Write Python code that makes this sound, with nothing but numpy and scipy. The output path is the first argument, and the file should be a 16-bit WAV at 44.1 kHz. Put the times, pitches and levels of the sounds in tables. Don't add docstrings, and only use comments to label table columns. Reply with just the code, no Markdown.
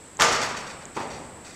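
import sys
import numpy as np
from scipy import signal
from scipy.fft import rfft, irfft, next_fast_len
from scipy.io import wavfile
from scipy.ndimage import uniform_filter1d

SR = 44100
rng = np.random.default_rng(int(sys.argv[2]) if len(sys.argv) > 2 else 0)


def generate_wav(sig):
    pcm = np.round(np.clip(np.atleast_2d(sig).T, -1, 1) * 32767).astype(np.int16)
    wavfile.write(sys.argv[1], SR, pcm)


N = 68355
T = np.arange(N) / SR

# start_s, level_db
JOLTS = [(.198, -20), (.208, -17.5), (.2205, -16.5), (.238, -23)]
# pitch_hz, level_db
JOLT_COLOUR = [(35, -26), (65, -20), (130, -12), (270, -11), (480, -4), (1200, 0), (1850, -4), (3200, -10),
               (7000, -9), (9000, -20.5), (12000, -33), (15500, -40)]
# start_s, level_db
THUMPS = [(.191, -27), (.9635, -32), (.968, -28.5), (1.003, -35), (1.029, -42.5), (1.455, -51)]
# pitch_hz, level_db
THUMP_COLOUR = [(35, -21), (65, -9.5), (140, -6.5), (260, -3.5), (500, -2.5), (900, -1), (1400, -10.5),
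                (2100, -12), (3800, -22), (8000, -28), (15500, -64)]
# pitch_hz, t60_s
SHEET_T60 = [(60, 3.5), (150, 2.93), (350, 1.83), (1000, 1.385), (2500, 1.345), (6000, 0.84), (14000, 0.46)]
# pitch_hz, level_db, t60_s
PANEL_MODES = [(241, -32.5, 1.97), (471, -16.5, 0.57), (836, -25, 0.87), (894, -15.5, 0.96),
               (1198, -12.5, 0.91), (1444, -35, 0.69), (1765, -37, 0.44), (1995, -20.5, 1.06),
               (2239, -33, .6), (3140, -31, 1.1), (5420, -25.5, 1.25), (7075, -33, .9)]
# start_s, level_db, t60_s
CHATTERS = [(.316, -23.5, 0.29), (.414, -26.5, 0.27), (.489, -38, 0.22), (0.566, -35.5, 0.31),
            (.664, -40.5, 0.19), (.694, -41, 0.2), (.81, -46.5, 0.15), (0.946, -44, 0.52), (1.0, -45, 0.38),
            (1.1, -42.5, 0.54), (1.444, -45, 0.84), (1.49, -55.5, 0.54)]
# pitch_hz, level_db
CHATTER_COLOUR = [(100, -9), (600, -7), (1800, 2), (3200, -2), (5500, -0.5), (7400, -0.5), (9000, -11.5),
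                  (12000, -26), (15500, -28)]
# centre_s, level_db
TICKS = [(.171, -26.5), (.855, -24.5)]
# pitch_hz, level_db
INSECT_COLOUR = [(5500, -38), (7200, -16), (7700, -5), (8200, -8), (8700, -19), (10500, -36)]
# pitch_hz, level_db
AIR_COLOUR = [(25, -16), (45, -7.5), (70, 1), (130, -5.5), (300, -4), (800, -9), (1800, -13), (3000, -19.5),
              (6000, -23.5), (10000, -29), (15500, -42.5)]


def buckling_panel():
    return blows(JOLTS, JOLT_COLOUR, modes_db=0) + snap()


def snap(start_s=.2203, level_db=-4, centre_hz=1390, width_octaves=1.38):
    size, travel_s = 4096, .001897
    hz = np.fft.rfftfreq(size, 1 / SR) + 1
    spectrum = np.exp(-.5 * (np.log2(hz / centre_hz) / width_octaves) ** 2)
    phase = 4 * np.pi * travel_s * np.sqrt(1000 * hz)
    chirp = irfft(spectrum * np.exp(-1j * phase))[:size // 2]
    chirp /= np.abs(chirp).max()
    return from_db(level_db) * starting(start_s, np.pad(chirp, (0, N)))


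def limb_thumps():
    return blows(THUMPS, THUMP_COLOUR, modes_db=4.5)


def blows(rows, colour, modes_db):
    return sum(from_db(db) * starting(start_s, sheet_ring(colour) + from_db(modes_db) * panel_ring(colour))
               for start_s, db in rows)


def sheet_ring(colour, near_db=-4.5, near_t60_s=.1, roof_db=-6):
    size = next_fast_len(N)
    hz = np.fft.rfftfreq(size, 1 / SR)
    spectrum = rfft(coloured(rng.standard_normal(N), colour), size)
    log_centres = np.log([centre_hz for centre_hz, _ in SHEET_T60])
    near = from_db(near_db) * dying(near_t60_s)
    out = 0
    for share, (_, t60_s) in zip(np.eye(len(SHEET_T60)), SHEET_T60):
        crossfade = np.interp(np.log(hz + 1), log_centres, share)
        band = irfft(spectrum * crossfade, size)[:N]
        out += band * (near + from_db(roof_db) * dying(t60_s))
    return out


def panel_ring(colour, scatter_db=2):
    out = 0
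    for hz, db, t60_s in PANEL_MODES:
        softness_db = at_hz(colour, hz) - at_hz(JOLT_COLOUR, hz)
        gain = from_db(db + softness_db + scatter_db * rng.normal())
        out += gain * dying(t60_s) * np.sin(2 * np.pi * (hz * T + rng.random()))
    return out


def seam_chatter(contacts_per_s=1500, rise_s=.0022, ring_t60_s=.045, spread_db=4):
    rise = 1 - np.exp(-T / rise_s)
    bursts = sum(from_db(db) * starting(start_s, rise * dying(t60_s)) for start_s, db, t60_s in CHATTERS)
    contacts = (rng.random(N) < contacts_per_s / SR) * rng.choice([-1, 1], N)
    strength = from_db(spread_db * np.minimum(rng.exponential(1, N), 3))
    ring = rng.standard_normal(N) * dying(ring_t60_s)
    rattle = signal.fftconvolve(contacts * strength, ring)[:N]
    return bursts * coloured(rattle, CHATTER_COLOUR)


def ticks(pitch_hz=7100, width_s=.00033):
    out = 0
    for centre_s, db in TICKS:
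        t = T - centre_s
        out += from_db(db) * np.exp(-(t / width_s) ** 2) * np.sin(2 * np.pi * pitch_hz * t)
    return out


def insects(level_db=-51.5, flutter_db=1, flutter_s=.005):
    flutter = rms_one(uniform_filter1d(rng.standard_normal(N), int(flutter_s * SR)))
    shrill = coloured(rng.standard_normal(N), INSECT_COLOUR + [(SR / 2, -90)])
    return from_db(level_db + flutter_db * flutter) * shrill


def distant_air(level_db=-48.5):
    return from_db(level_db) * coloured(rng.standard_normal(N), AIR_COLOUR)


def from_db(db):
    return 10 ** (np.asarray(db) / 20)


def rms_one(x):
    return x / np.sqrt(np.mean(x ** 2) + 1e-20)


def at_hz(colour, hz):
    pitch_hz, level_db = np.transpose(colour)
    return np.interp(np.log(np.maximum(hz, 1)), np.log(pitch_hz), level_db)


def dying(t60_s):
    return np.exp(-np.log(1000) * T / t60_s)


def starting(start_s, x):
    return np.concatenate([np.zeros(int(start_s * SR)), x])[:N]


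def coloured(x, colour):
    size = next_fast_len(N)
    gain = from_db(at_hz(colour, np.fft.rfftfreq(size, 1 / SR)))
    return rms_one(irfft(rfft(x, size) * gain, size)[:N])


def scene():
    roof = buckling_panel() + limb_thumps() + seam_chatter()
    return (roof + ticks() + insects() + distant_air())[None]


def record(dry):
    lowpass = signal.cheby2(16, 80, 16450, fs=SR, output="sos")
    return signal.sosfilt(lowpass, np.clip(dry, -1, 1))


dry = scene()
out = record(dry)
generate_wav(out)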